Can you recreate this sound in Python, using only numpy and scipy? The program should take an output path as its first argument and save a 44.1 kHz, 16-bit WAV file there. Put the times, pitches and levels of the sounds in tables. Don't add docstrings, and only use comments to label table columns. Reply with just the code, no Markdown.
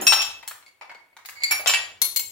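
import sys
import numpy as np
from scipy import signal
from scipy.fft import rfft, irfft, next_fast_len
from scipy.io import wavfile
from scipy.ndimage import uniform_filter1d

SR = 44100
rng = np.random.default_rng(int(sys.argv[2]) if len(sys.argv) > 2 else 0)


def master_out(mix):
    frames = np.transpose(np.atleast_2d(mix))
    ceiling = np.clip(frames, -1, 1)
    pcm = np.round(ceiling * 32767).astype(np.int16)
    wavfile.write(sys.argv[1], SR, pcm)


N = 101871

RING_ATTACK_S = 0.00039
MUG_ROOM_DB, SPOON_ROOM_DB, KNOCK_ROOM_DB = -2, -3, -0.5


def amp(db):
    return 10 ** (np.asarray(db) / 20)


def decay(t_s, t60_s):
    return np.exp(-np.log(1000) * t_s / t60_s)


def attack(t_s):
    return 1 - np.exp(-t_s / RING_ATTACK_S)


def along(points, hz):
    f, v = np.transpose(points)
    return np.interp(np.log(hz + 1), np.log(f + 1), v)


TILT_CENTRE_HZ = 3800


def tilted(db_per_octave, hz):
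    return db_per_octave * np.log2(np.maximum(hz, 700) / TILT_CENTRE_HZ)


def causal(gain_db, size=4096):
    hz = np.fft.rfftfreq(size, 1 / SR)
    cepstrum = irfft(np.log(amp(gain_db(hz))))
    cepstrum[1:size // 2] *= 2
    cepstrum[size // 2 + 1:] = 0
    return irfft(np.exp(rfft(cepstrum)))


ALIKE = 0.32


def ears(three):
    pair = np.sqrt(ALIKE) * three[0] + np.sqrt(1 - ALIKE) * three[1:]
    return pair / np.linalg.norm(pair, axis=1, keepdims=True)


def noise(spectrum):
    white = rng.standard_normal((3, N))
    gain = amp(along(spectrum, np.fft.rfftfreq(N, 1 / SR)))
    return np.sqrt(N) * ears(irfft(rfft(white) * gain, N))


def neutral(response, size=4096):
    hz = np.fft.rfftfreq(response.shape[1], 1 / SR)
    power = np.mean(np.abs(rfft(response)) ** 2, axis=0)
    smooth = np.abs(uniform_filter1d(power, size=45)) / power.mean()
    flatten = causal(lambda f: -10 * np.log10(np.interp(f, hz, smooth)), size=size)
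    return signal.fftconvolve(response, flatten[None], axes=1)


# (frequency [Hz], t60 [s])
ROOM_T60 = [(100, 1), (500, 0.55), (2000, 0.43), (5000, 0.4), (9000, 0.38), (15000, 0.32)]
ROOM_BUILD_S = 0.0087
WALLS_DB, WALLS_FROM_S, WALLS_TO_S = 1.5, .001, .011


def kitchen(tail_db, count=14):
    n = 24000
    hz, t, bands = signal.stft(rng.standard_normal((3, n)), SR, nperseg=256)
    t60_s = along(ROOM_T60, hz)[:, None]
    tail = signal.istft(bands * decay(t, t60_s), SR, nperseg=256)[1][:, :n]
    tail *= 1 - np.exp(-np.arange(n) / SR / ROOM_BUILD_S)
    walls = np.zeros_like(tail)
    for row in walls:
        echo_s = rng.uniform(WALLS_FROM_S, WALLS_TO_S, count)
        row[(echo_s * SR).astype(int)] = rng.standard_normal(count)
    response = amp(tail_db) * ears(tail) + amp(WALLS_DB) * ears(walls)
    response[:, 0] += 1
    return neutral(response)


LEAD_S_PER_DB = .00002


def add(out, s, sound, pan_db, room_db):
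    heard = signal.fftconvolve(np.atleast_2d(sound), kitchen(room_db), axes=1)
    for ear, x, side_db in zip(out, heard, (pan_db / 2, -pan_db / 2)):
        start = max(round((s - LEAD_S_PER_DB * side_db) * SR), 0)
        ear[start:start + len(x)] += amp(side_db) * x[:N - start]


MODE_SPREAD = 0.17


def ring(hz, t60_s, levels_db, tilt_db):
    t = np.arange(14000) / SR
    hz, t60_s, levels_db = np.array([hz, t60_s, levels_db])
    modes = np.exp(np.outer(2j * np.pi * hz - np.log(1000) / t60_s, t))
    phase_cycles = rng.random(len(hz)) + MODE_SPREAD * rng.standard_normal((2, len(hz)))
    gains = amp(levels_db + tilted(tilt_db, hz)) * np.exp(2j * np.pi * phase_cycles)
    return (gains @ modes).imag * attack(t)


CRUNCH_T60_S, CRUNCH_GAIN = 0.027, 0.16


def contact(spectrum, tilt_db):
    t = np.arange(SR // 20) / SR
    force = CRUNCH_GAIN * rng.standard_normal(len(t)) * decay(t, CRUNCH_T60_S)
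    force[0] = 1
    body = causal(lambda hz: along(spectrum, hz) + tilted(tilt_db, hz))
    return 2 * signal.fftconvolve(force, body)


# (frequency [Hz], relative level [dB])
RUMBLE = [(25, -19.5), (50, -24.5), (70, -2.5), (100, 1.5), (140, -9.5), (300, -13.5), (500, -4.5),
          (1200, -38.5), (4000, -70.5)]
# (time [s], level [dB])
RUMBLE_LEVEL = [(0, -63), (.3, -62.5), (.6, -74.5), (.8, -83), (1.15, -83), (1.4, -67), (1.9, -63),
                (2.299, -64)]
# (frequency [Hz], relative level [dB])
HISS = [(100, -13), (350, -3), (1000, -5.5), (2500, -4), (5000, -20), (9000, -15.5), (16000, -16.5)]
HISS_DB = -68.5


def room_tone():
    rumble_db = np.interp(np.arange(N) / SR, *np.transpose(RUMBLE_LEVEL))
    return amp(rumble_db) * noise(RUMBLE) + amp(HISS_DB) * noise(HISS)


# (frequency [Hz], level [dB], t60 [s])
LOW_RING = [(265, -39, 0.17), (309, -35, 0.14), (360, -32, .22)]
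# (frequency [Hz], relative level [dB])
LOW_WASH = [(60, -22.5), (150, -16.5), (280, -1.5), (450, -11.5), (1000, -13.5), (2500, -15.5),
            (5000, -28.5), (15000, -49.5)]
LOW_WASH_DB, LOW_WASH_T60_S = -34.5, 0.56


def low_ring():
    t = np.arange(N) / SR
    tone = np.zeros(N)
    for hz, db, t60_s in LOW_RING:
        tone += amp(db) * decay(t, t60_s) * np.sin(2 * np.pi * (hz * t + rng.random()))
    wash = amp(LOW_WASH_DB) * decay(t, LOW_WASH_T60_S) * noise(LOW_WASH)
    return (tone + wash) * attack(t)


# (time [s], level [dB], tilt [dB/octave], place struck)
MUG_HITS = [(.012, -40.5, 10, "base"), (0.0673, -13.5, 2, "rim"), (0.129, -35.5, 8, "base"),
            (0.191, -28, -4.5, "rim"), (0.217, -31, -1, "base"), (.301, -43, -10, "rim"),
            (.812, -51.5, -11, "wall"), (1.5102, -20, -0.5, "wall"), (1.673, -16.5, -2.5, "base"),
            (1.737, -21, -4, "bounce")]
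MUG_HZ = [1895, 2310, 2628, 2785, 2950, 3096, 3896, 5490, 6611, 7195, 8615, 9810, 10020, 10604, 11260,
          12600, 13898, 14620, 14960, 15560]
MUG_T60_S = [.2, 0.15, 0.24, 0.069, 0.11, 0.059, .2, 0.25, 0.11, 0.17, 0.13, 0.068, 0.17, 0.11, 0.11, 0.095,
             .16, .12, .12, 0.15]
MUG_DB = {"rim": [-32, -18, -0.5, -31, -40.5, -36, -10.5, 1, -5, -18.5, -7, -39, -26.5, -12, -26, -47.5,
          -25, -20, -16, -32], "wall": [-42, 3, -10.5, -39, -46, -47, -15.5, -7.5, -10, -3, -21.5, -0.5,
          -13, -10, -9, -4, -22, -22.5, -26, -9], "base": [-18.5, -11, -9, -10.5, -11, -2.5, -11, -6.5,
          -2.5, 1, -17.5, -25, -11, -8, -32.5, -39, -11.5, -10.5, -26.5, -36], "bounce": [-13, -3.5, -5.5,
          0, -22, -27, -25, -18, -24, 0, -16, -35, -9.5, -17, -40, -40, -19, -24, -38, -39.5]}


def mug():
    out = np.zeros((2, N))
    for s, db, tilt_db, place in MUG_HITS:
        add(out, s, amp(db) * ring(MUG_HZ, MUG_T60_S, MUG_DB[place], tilt_db), 0, MUG_ROOM_DB)
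    return out


# (time [s], level [dB], tilt [dB/octave], left over right [dB], glass struck)
KNOCKS = [(.021, -23.5, -10.5, 5, "mug"), (0.0688, -4.5, 1.5, 13, "mug"), (.123, 3, -1.5, 3.5, "mug"),
          (0.1334, -3.5, 1, 0.5, "mug"), (.207, -17.5, -2, -14, "mug"), (0.219, -9, 3, 7, "mug"),
          (.428, -27, -0.5, 5, "bowl"), (.477, -20.5, 0.5, 2, "bowl"), (.511, -21, -1, 1, "bowl"),
          (0.626, -35.5, -0.5, 5, "bowl"), (.812, -26.5, -4.5, 2.5, "bowl"),
          (0.823, -30.5, -5.5, 5, "bowl"), (.896, -30, -5, -3.5, "bowl"), (.915, -30.5, -4, 5, "bowl"),
          (.948, -34.5, -3, 1, "bowl"), (1.167, -25, -1, 2, "bowl"), (1.189, -34.5, -2, -5, "bowl"),
          (1.251, -28, 0, 10.5, "bowl"), (1.259, -22, 8.5, -3.5, "bowl"), (1.288, -17.5, 0.5, 4, "bowl"),
          (1.299, -28, 8, 0.5, "bowl"), (1.4352, -19.5, 5.5, 2, "bowl"), (1.5103, -9.5, -1, 10.5, "bowl"),
          (1.523, -7.5, -1, -0.5, "bowl"), (1.6602, -7.5, -3, 7, "mug"), (1.669, -14.5, 0.5, -0.5, "mug"),
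          (1.674, -4, 1, 0.5, "mug"), (1.696, -1.5, 1.5, 1.5, "mug"), (1.737, -4, -1, 1.5, "mug"),
          (2.0168, -18, 0, 2.5, "bowl")]
# (frequency [Hz], relative level [dB])
MUG_KNOCK = [(60, -27), (200, -27), (400, -14), (550, -10.5), (800, -1), (1600, 1.5), (2200, -1),
             (3200, 5.5), (5500, -0.5), (8500, -12.5), (12000, -16.5), (15500, -15.5)]
# (frequency [Hz], relative level [dB])
BOWL_KNOCK = [(150, -32), (450, -13.5), (900, 1.5), (1400, 2), (2200, 5), (2800, -4), (4500, -2.5),
              (8500, -12.5), (15500, -17)]


def knocks():
    out = np.zeros((2, N))
    for s, db, tilt_db, pan_db, glass in KNOCKS:
        spectrum = MUG_KNOCK if glass == "mug" else BOWL_KNOCK
        add(out, s, amp(db) * contact(spectrum, tilt_db), pan_db, KNOCK_ROOM_DB)
    return out


# (time [s], level [dB], frequency [Hz])
CUBE_NOTES = [(.134, -29, 3700), (.219, -21.5, 3260), (.432, -38.5, 897), (.812, -37.5, 884),
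              (.915, -38, 940), (1.595, -33, 614), (1.608, -31.5, 740), (1.697, -15.5, 3033)]
CUBE_T60_S = 0.034


def cube_notes():
    out = np.zeros((2, N))
    for s, db, hz in CUBE_NOTES:
        add(out, s, ring([hz], [CUBE_T60_S], [db], 0), 0, KNOCK_ROOM_DB)
    return out


SPOON_HZ = [2197, 4280, 4625, 5320, 6153, 6490, 7230, 7480, 9270, 9798, 10610, 11600, 12080, 12280, 12600,
            13244, 14560, 15010, 15590]
SPOON_T60_S = [.09, 0.077, 0.079, .038, 0.052, 0.037, 0.038, 0.082, 0.043, 0.12, .05, .05, 0.064, 0.065,
               0.14, 0.078, .06, .06, .08]
SPOON_DB = {"scoop": [2.5, -1.5, 0, -27, -33, -13, -0.5, -30, -47, -27, -17.5, -36, -45, -40, -48, -48,
            -43.5, -23, -45.5], "edge": [-20.5, -1.5, -21, -11.5, -3, -25, -29, -15, -17, -1, -12.5, -6, -6,
            -5, -5, -6, -34, -24, -19.5], "tip": [-9.5, 0.5, -11.5, -11, -17, -1.5, -0.5, 1, -13, -22, -6,
            -11, 0, -7, -12, -17.5, -6.5, -11.5, -9]}
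SPOON_SUSTAIN = {"scoop": 0.63, "edge": 0.63, "tip": 1.14}


def spoon_ring(part, tilt_db):
    t60_s = SPOON_SUSTAIN[part] * np.array(SPOON_T60_S)
    return ring(SPOON_HZ, t60_s, SPOON_DB[part], tilt_db)


# (time [s], ring level [dB], tick level [dB], tilt [dB/octave],
#                  left over right [dB], touching part)
SPOON_HITS = [(.477, -43.5, -18, 5, 1.5, "tip"), (.663, -51, -34, -4, 0.5, "scoop"),
              (.68, -55, -34.5, -3.5, 1.5, "scoop"), (.896, -49.5, -55, -13, 2, "scoop"),
              (.948, -49.5, -37.5, -10, 1.5, "scoop"), (1.129, -69, -63, -15.5, -0.5, "scoop"),
              (1.4206, -36, -26.5, -6, -0.5, "scoop"), (1.4353, -16.5, -14, 1, 0, "scoop"),
              (2.0172, -16.5, -4, 0.5, 9, "edge"), (2.043, -23.5, -9, -0.5, 6, "edge"),
              (2.1617, -26, -4, 2.5, 8, "tip"), (2.194, -29.5, -9.5, 0, 2.5, "tip")]
# (frequency [Hz], relative level [dB])
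TICK = [(60, -29), (200, -22.5), (450, -15), (1200, -12), (1800, -16.5), (3200, -0.5), (5500, -6),
        (8000, -3), (12000, -7), (15500, -10.5)]


def spoon():
    out = np.zeros((2, N))
    for s, ring_db, tick_db, tilt_db, pan_db, part in SPOON_HITS:
        clink = amp(ring_db) * spoon_ring(part, tilt_db)
        tick = amp(tick_db) * contact(TICK, tilt_db)
        clink[:, :len(tick)] += tick
        add(out, s, clink, pan_db, SPOON_ROOM_DB)
    return out


# (start [s], end [s], first slip level [dB], last slip level [dB])
SCRAPE = (1.345, 1.54, -49.5, -35)
SCRAPE_TILT_DB_PER_OCTAVE = -3
SCRAPE_GRIT_DB = 4.5


def scrape(count=16):
    start_s, end_s, first_db, last_db = SCRAPE
    progress = (np.arange(count) + rng.random(count)) / count
    slip_samples = (progress * (end_s - start_s) * SR).astype(int)
    slips = np.bincount(slip_samples, amp(first_db + (last_db - first_db) * progress))
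    steel = spoon_ring("scoop", SCRAPE_TILT_DB_PER_OCTAVE)
    grit = amp(SCRAPE_GRIT_DB) * contact(BOWL_KNOCK, SCRAPE_TILT_DB_PER_OCTAVE)
    steel[:, :len(grit)] += grit
    out = np.zeros((2, N))
    add(out, start_s, signal.fftconvolve(slips[None], steel, axes=1), 0, SPOON_ROOM_DB)
    return out


def scene():
    return room_tone() + low_ring() + mug() + knocks() + cube_notes() + spoon() + scrape()


TOP_HZ = 15900


def record(dry):
    m = next_fast_len(N + SR // 2)
    passband = np.fft.rfftfreq(m, 1 / SR) < TOP_HZ
    return irfft(rfft(np.clip(dry, -1, 1), m) * passband, m)[:, :N]


dry = scene()
out = record(dry)
master_out(out)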